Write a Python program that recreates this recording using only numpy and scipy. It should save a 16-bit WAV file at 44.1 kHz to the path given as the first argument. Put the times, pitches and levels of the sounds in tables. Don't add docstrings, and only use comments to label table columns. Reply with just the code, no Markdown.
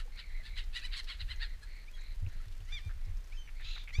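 import sys
import numpy as np
from scipy import signal
from scipy.fft import rfft, irfft, next_fast_len
from scipy.io import wavfile
from scipy.ndimage import uniform_filter1d, map_coordinates

SR = 44100
rng = np.random.default_rng(int(sys.argv[2]) if len(sys.argv) > 2 else 0)


def to_wav(s):
    ch = np.atleast_2d(s).T
    pcm = np.round(np.clip(ch, -1, 1) * 32767)
    wavfile.write(sys.argv[1], SR, pcm.astype(np.int16))


N = 176400

# frequency in Hz, gain in dB.
GULL_THROAT = [(400, -22), (1000, -22), (1350, -1), (1850, -0.5), (2400, -3), (3000, 0), (3500, -2),
               (4050, 4), (4800, -7), (5600, -22.5), (8000, -26.5), (9300, -27.5), (10500, -28),
               (15000, -60)]


def amp(db):
    return 10 ** (np.asarray(db) / 20)


def unit(x):
    return x / np.sqrt(np.mean(x ** 2) + 1e-20)


def add(mix, start, sound):
    at = round(start * SR)
    sound = sound[max(-at, 0):]
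    part = mix[max(at, 0):][:len(sound)]
    part += sound[:len(part)]


def colour(x, points):
    size = next_fast_len(len(x) + 512)
    hz, db = np.transpose(points)
    gain = amp(np.interp(np.log(np.fft.rfftfreq(size, 1 / SR) + 1), np.log(hz), db))
    return irfft(rfft(x, size) * gain, size)[:len(x)]


def wander(size, hz):
    knots = rng.standard_normal(8192)
    return map_coordinates(knots, [np.arange(size) * hz / SR], order=1, mode="nearest")


def phase_of(hz):
    return 2 * np.pi * np.cumsum(hz) / SR


def resonate(x, hz, width_hz):
    turn = np.exp(1j * phase_of(hz * np.ones(len(x))))
    r = np.exp(-np.pi * width_hz / SR)
    return 2 * (turn * signal.lfilter([(1 - r) ** 2], [1, -2 * r, r * r], x / turn)).real


def air():
    # frequency in Hz, gain in dB.
    hiss_tone = [(30, 12.5), (150, 8.5), (250, 1), (500, -1.5), (900, -3.5), (1400, -1.5), (2000, 1),
                 (3000, -3.5), (4200, -4), (5500, -8.5), (9000, -14), (15000, -18.5)]
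    return amp(-63.5 + .5 * wander(N, hz=1.94)) * unit(colour(rng.standard_normal(N), hiss_tone))


def wind():
    # frequency in Hz, gain in dB.
    rumble_tone = [(10, -37.5), (20, -2), (28, 0), (36, -7), (50, -20), (65, -20), (95, -28.5),
                   (130, -45.5), (200, -52.5), (400, -75)]
    # time in seconds, level in dB.
    gusts = [(0.0, -37), (0.08, -39), (0.21, -47.5), (0.28, -38.5), (0.71, -36.5), (0.78, -45),
             (0.91, -36.5), (1.05, -41), (1.1, -46), (1.25, -34.5), (1.87, -46), (2.1, -36), (2.61, -40.5),
             (3.16, -35.5), (3.25, -41), (3.73, -38), (3.88, -44.5), (4.0, -33)]
    # start in seconds, fade time in seconds, level in dB, pitch in Hz.
    bumps = [(2.221, 0.053, -32, 95.4), (2.264, 0.034, -32, 89), (2.356, 0.03, -38.5, 85),
             (2.462, 0.042, -44.5, 87), (2.6, 0.055, -41.5, 89.6), (2.72, 0.056, -52, 93),
             (2.856, .04, -33.5, 90), (3.063, 0.072, -36.5, 91.7), (3.981, 0.15, -20.5, 73.4)]
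    # frequency in Hz, gain in dB.
    bump_tone = [(30, -12.5), (90, 9), (170, -19.5), (300, -22), (900, -31.5), (3000, -78)]
    rumble = colour(rng.standard_normal(N), rumble_tone)
    rumble /= np.sqrt(uniform_filter1d(rumble ** 2, size=10000) + 1e-12)
    out = rumble * amp(np.interp(np.arange(N) / SR, *np.transpose(gusts)))
    for start, fade, db, hz in bumps:
        t = np.arange(0, 2 * fade, 1 / SR)
        push = np.sin(phase_of(hz * (1 + .06 * wander(len(t), hz=110))))
        push += amp(-10) * unit(colour(rng.standard_normal(len(t)), bump_tone))
        rise = 1 - np.exp(-(t / .0059) ** 2)
        add(out, start, amp(db) * push * rise * np.exp(-2 * (t / fade) ** 2))
    return out * signal.windows.tukey(N, .003)


def bank_echo(x):
    reflections_per_s, fade_s = 2000, .34
    t = np.arange(SR * 3 // 4) / SR
    echoes = rng.standard_normal(len(t)) * (rng.random(len(t)) < reflections_per_s / SR)
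    echoes *= amp(-60 * t / fade_s) * (t > .006)
    return signal.oaconvolve(x, echoes / np.linalg.norm(echoes))[:N]


def splashes():
    # start in seconds, level in dB, brightest frequency in Hz.
    hits = [(.638, -56.5, 5500), (.794, -52, 5800), (1.041, -48.5, 4600), (1.359, -58, 5940),
            (2.009, -57, 6900), (2.287, -62, 5750), (2.335, -63, 6130), (2.481, -56.5, 4130),
            (2.521, -55.5, 3400), (2.603, -57, 2690), (2.649, -58.5, 6200), (2.87, -72, 6000),
            (2.906, -60, 4350), (3.049, -57.5, 4800), (3.17, -60, 5800), (3.241, -59.5, 5700)]
    # frequency in Hz, gain in dB.
    spray_tone = [(300, 2), (1000, -0.5), (2500, -7), (4500, -4), (6500, -3.5), (9000, -9.5), (15000, -12)]
    drips_per_s, drips_db, rise_s, decay_s = 130, -73.5, .002, .007
    t = np.arange(SR // 20) / SR
    drips = (rng.random(N) < drips_per_s / SR) * amp(3 * np.minimum(rng.exponential(1, N), 3))
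    patter = signal.oaconvolve(drips, t * np.exp(-t / .0015))[:N] * rng.standard_normal(N)
    out = amp(drips_db) * unit(colour(patter, spray_tone))
    for start, db, hz in hits:
        drops = rng.standard_normal(len(t)) * amp(2.3 * wander(len(t), hz=680))
        ring = unit(resonate(drops, hz, width_hz=2100))
        spray = unit(unit(colour(drops, spray_tone)) + 1.3 * ring)
        add(out, start, amp(db) * spray * np.minimum(t / rise_s, 1) * np.exp(-t / decay_s))
    return out


def plops():
    # start in seconds, level in dB, starting pitch in Hz.
    bubbles = [(.056, -56, 478), (.077, -57, 830), (.394, -60, 615), (2.401, -57, 1304)]
    glide_per_s, rise_s, decay_s = 1.2, .0015, .011
    out = np.zeros(N)
    t = np.arange(SR // 16) / SR
    for start, db, hz in bubbles:
        ring = np.sin(phase_of(hz * (1 + glide_per_s * t)))
        add(out, start, amp(db) * ring * np.minimum(t / rise_s, 1) * np.exp(-t / decay_s))
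    return out


def voice(hz, rough, throat, jitter, jitter_hz=900, split=0):
    size = len(hz)
    phase = phase_of(hz * (1 + jitter * wander(size, jitter_hz)))
    pulses = sum(np.cos(k * phase + k * k) * amp(3 * wander(size, hz=70)) for k in range(1, 15))
    pulses *= 1 + split * wander(size, hz=202) * np.cos(phase / 2)
    puffs = (1 + .35 * np.cos(phase)) * rng.standard_normal(size)
    tone, breath = unit(colour(pulses, throat)), unit(colour(puffs, throat))
    rough = np.clip(rough, 0, 1)
    return unit(np.sqrt(1 - rough) * tone + np.sqrt(rough) * breath)


def flutter(size, hz, depth_db):
    return unit(amp(depth_db * np.sin(phase_of(hz * (1 + .11 * wander(size, hz=60))))))


def rasps():
    # start and length in seconds, level in dB, top of the lower ring in Hz,
    # upper ring in Hz, then the upper ring and the hiss in dB compared with the lower ring.
    calls = [(0.119, 0.18, -60, 2300, 4240, -6.5, -16), (.294, 0.13, -56.5, 2130, 4040, -12.5, -15),
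             (0.454, .2, -59, 2230, 4000, -6, -16), (0.81, 0.048, -54, 2590, 3830, -20, -28),
             (.865, 0.063, -61.5, 2340, 4050, -11, -15), (1.341, .22, -60.5, 2140, 4140, -5, -16),
             (1.669, .18, -60, 2170, 4320, -6.5, -6), (1.95, 0.2, -60.5, 2230, 4050, -0.5, -4),
             (2.271, 0.2, -65, 1910, 4140, -14, 0), (2.985, 0.14, -69, 2120, 4100, -17, -10),
             (3.55, 0.14, -63.5, 2320, 4300, -7, -18)]
    out = np.zeros(N)
    for start, length, db, lower_hz, upper_hz, upper_db, hiss_db in calls:
        size = int(length * SR)
        arch = np.sin(np.pi * np.linspace(0, 1, size)).clip(0)
        puffs = rng.standard_normal(size) * flutter(size, hz=76, depth_db=2.3)
        width_hz = 430 * amp(.5 * (hiss_db + 11))
        sound = unit(resonate(puffs, lower_hz * (1 - .094 * (1 - arch)), width_hz))
        sound += amp(upper_db) * unit(resonate(puffs, upper_hz, width_hz=540))
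        sound += amp(hiss_db) * unit(colour(puffs, GULL_THROAT))
        add(out, start, unit(sound) * amp(db) * arch ** .22)
    return out


def clucks():
    # start and length in seconds, relative level in dB, ring frequency in Hz.
    calls = [(1.977, .02, -64.5, 1690), (2.264, .004, -57, 2520), (2.892, .028, -61, 1620),
             (3.476, .022, -59, 2210), (3.598, .025, -59, 1900), (3.763, .02, -56, 1860),
             (3.875, .03, -53.5, 2350)]
    pulses_per_s, decay_s = 135, .0039
    out = np.zeros(N)
    t = np.arange(SR // 50) / SR
    for start, length, db, hz in calls:
        for delay in np.arange(0, length, 1 / pulses_per_s):
            puff = resonate(rng.standard_normal(len(t)) * np.exp(-t / decay_s), hz, width_hz=820)
            add(out, start + delay + rng.normal(0, .00057), amp(db + rng.normal(-1.5, 1)) * unit(puff))
    return out


def whistles():
    # start and length in seconds, starting level in dB, starting pitch in Hz.
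    calls = [(1.934, 0.068, -59.5, 3330), (3.366, 0.13, -56.5, 3120)]
    out = np.zeros(N)
    for start, length, db, hz in calls:
        size = int(length * SR)
        progress = np.linspace(0, 1, size)
        phase = phase_of(hz * (1 - .1 * progress ** 2.5 + .009 * wander(size, hz=700)))
        tone = amp(-31 * progress ** 2) * np.sin(phase)
        octave = amp(-15 - 4.2 * progress + 3 * wander(size, hz=78)) * np.sin(2 * phase)
        level = amp(db + 2 * wander(size, hz=125)) * signal.windows.tukey(size, .15)
        add(out, start, np.sqrt(2) * (tone + octave) * level)
    return out


def screech():
    # time in seconds, level in dB, pitch in Hz.
    curve = [(3.6, -67, 1210), (3.628, -60.5, 1256), (3.65, -48.5, 1304), (3.69, -47, 1336),
             (3.755, -50, 1294), (3.82, -54.5, 1212), (3.86, -69, 1167)]
    # frequency in Hz, gain in dB.
    throat = [(600, -37), (1300, -16), (2000, -4), (2650, -1.5), (3200, 3), (3950, 4.5), (4600, -4),
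              (5400, -17), (7000, -15.5), (9000, -55), (15000, -39)]
    times, db, hz = np.transpose(curve)
    t = np.arange(times[0], times[-1], 1 / SR)
    out = np.zeros(N)
    cry = voice(np.interp(t, times, hz), rough=.35, throat=throat, jitter=.06, split=.4)
    add(out, times[0], cry * amp(np.interp(t, times, db)) * flutter(len(t), hz=45.8, depth_db=2))
    return out


def mews():
    # time in seconds, pitch in Hz, level in dB,
    # hoarseness from 0 to 1, gain in dB of the harmonics above the third.
    calls = [
        [(1.86, 1014, -91, 0.1, -9), (1.885, 1190, -51.5, 0, -9), (1.9, 1300, -63, .05, 6),
         (1.92, 1340, -87, .2, 0)],
        [(2.655, 917, -75, 0.2, -3), (2.692, 1027, -59.5, 0.4, 4), (2.718, 1149, -55.5, 0.55, 1),
         (2.727, 1192, -40.5, 0, 0), (2.745, 1197, -40.5, 0, 6), (2.764, 1172, -40.5, 0, -7),
         (2.786, 1048, -47, 0.02, 4.5), (2.797, 903, -60, .5, 2), (2.812, 870, -61, 0.7, 0)],
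        [(2.812, 1186, -67, .2, -2), (2.86, 1200, -60.5, 0, -4), (2.885, 1184, -59.5, 0.1, -9),
         (2.895, 1094, -70, 0.3, -6)],
        [(3.305, 963, -83, 0.5, 0), (3.328, 1164, -49, 0.02, -10), (3.338, 1317, -60, 0.12, 2),
         (3.378, 1290, -65, .3, 15)],
        [(3.927, 960, -61, 0.2, 2), (3.939, 1070, -51, 0.13, 10), (3.946, 1131, -49, 0, 11),
         (3.953, 1148, -37, 0, -1), (3.97, 1198, -46, 0, 7), (3.988, 1275, -46.5, 0.07, -3),
         (4.0, 1280, -48, .03, -2)],
    ]
    third_gains = [-15, 2, -5.5, -12, -5]
    # frequency in Hz, gain in dB.
    clear_throat = [(600, -40), (1200, -15.5), (1900, 18.5), (2350, 6), (3550, 6.5), (4700, -7),
                    (6000, -9.5), (7200, -16.5), (8500, -36), (14000, -25)]
    # frequency in Hz, gain in dB.
    growl_throat = [(600, -16), (1400, -3), (2100, 0), (3800, -6), (5500, -7.5), (7500, -18), (10000, -23),
                    (15000, -32)]
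    out = np.zeros(N)
    for curve, third_db in zip(calls, third_gains):
        times, *columns = np.transpose(curve)
        t = np.arange(times[0], times[-1], 1 / SR)
        hz, db, hoarse, upper_db = (np.interp(t, times, column) for column in columns)
        hoarse = np.clip(hoarse, 0, 1)
        pitch = hz * (1 + .01 * (1 + 2 * np.sqrt(hoarse)) * wander(len(t), hz=700))
        phase = phase_of(pitch)
        tone = np.zeros(len(t))
        for k in range(1, 10):
            gain_db = np.interp(k * pitch, *np.transpose(clear_throat))
            gain_db += third_db * (k == 3) + upper_db * (k > 3)
            shimmer_db = .5 * k * wander(len(t), hz=110)
            tone += np.cos(k * phase + k * k) * amp(gain_db + shimmer_db)
        growl = voice(hz * 2 / 3, rough=.25, throat=growl_throat, jitter=.03)
        breath = amp(-22) * unit(colour(rng.standard_normal(len(t)), clear_throat))
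        sound = np.sqrt(1 - hoarse) * unit(tone) + np.sqrt(hoarse) * growl + breath
        add(out, times[0], sound * amp(db))
    return out


def yelps():
    # loudest moment, rise and fall in seconds, level in dB, top pitch in Hz, pitch sag
    # and roughness from 0 to 1, then gains in dB for the throat's low, middle and treble ranges.
    calls = [(.0, .026, 0.031, -47.5, 907, .22, 0.94, 4, 0, 7.5),
             (.195, 0.028, 0.034, -44, 1013, 0.35, 0.44, -2.5, -1, -2.5),
             (0.464, 0.041, 0.049, -49, 897, 0.09, 0.55, -2.5, -3.5, 0),
             (0.583, .028, 0.049, -41.5, 997, 0.17, 0.82, -1, 1, 3),
             (.768, 0.038, 0.044, -38, 1010, 0.17, 0.48, -0.5, 0.5, 4),
             (.855, 0.039, 0.027, -40.5, 1009, 0.24, 0.08, -2, -3, 3),
             (.94, 0.027, 0.057, -40.5, 1000, 0.23, 0.94, -1.5, 0, -4.5),
             (.978, 0.031, 0.033, -40, 1110, .2, 0.37, -1, 1.5, 7),
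             (.999, 0.017, 0.017, -39.5, 1045, .18, 0.12, 1, -4, 2.5),
             (1.1, .033, 0.062, -40, 1052, .2, 0.64, 1.5, 2, 0.5),
             (1.213, .026, 0.029, -42, 1009, 0.19, 0.61, -2.5, -2, -4.5),
             (1.314, .04, 0.043, -42.5, 1026, 0.22, 0.44, 3.5, 2, -0.5),
             (1.43, 0.034, 0.04, -37.5, 932, 0.14, 0.33, 1, -1.5, -6.5),
             (1.637, 0.022, 0.023, -51, 833, 0.03, 0.2, 3.5, -8, 7.5)]
    # frequency in Hz, gain in dB.
    scratch_tone = [(3000, -19), (5200, 5), (6200, 4), (8000, 14), (9300, -0.5), (10500, -5.5), (13000, -3),
                    (15000, -6)]
    out = np.zeros(N)
    for peak, rise, fall, db, hz, sag, rough, low_db, middle_db, treble_db in calls:
        t = np.arange(-1.3 * rise, 1.4 * fall, 1 / SR)
        away = np.where(t < 0, -t / rise, t / fall)
        pitch = hz * (1 - sag * np.tanh(2 * away ** 2) + .04 * rough * wander(len(t), hz=130))
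        throat = [(f, gain + low_db * (f < 2100) + middle_db * (2100 < f < 3750) + treble_db * (f > 5200))
                  for f, gain in GULL_THROAT]
        air_share, jitter = .3 * rough + .48 * away ** 2, .08 * rough
        sound = voice(pitch, air_share, throat, jitter, jitter_hz=380, split=.7 * rough)
        scratch = voice(pitch, rough=.5, throat=scratch_tone, jitter=jitter)
        sound += amp(treble_db - 27) * scratch * flutter(len(t), hz=210, depth_db=4)
        level = amp(db - 21 * away ** 1.23) * signal.windows.tukey(len(t), .25)
        add(out, peak + t[0], sound * level * flutter(len(t), hz=126.4, depth_db=2))
    return out


def scene():
    pond = yelps() + rasps() + screech() + mews() + whistles() + clucks() + splashes() + plops()
    return (pond + amp(-15) * bank_echo(pond) + wind() + air())[None]


def record(dry):
    low_pass = signal.firwin(511, 15250, window=("kaiser", 9), fs=SR)
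    return signal.oaconvolve(dry, low_pass[None], "same")


dry = scene()
out = record(dry)
to_wav(out)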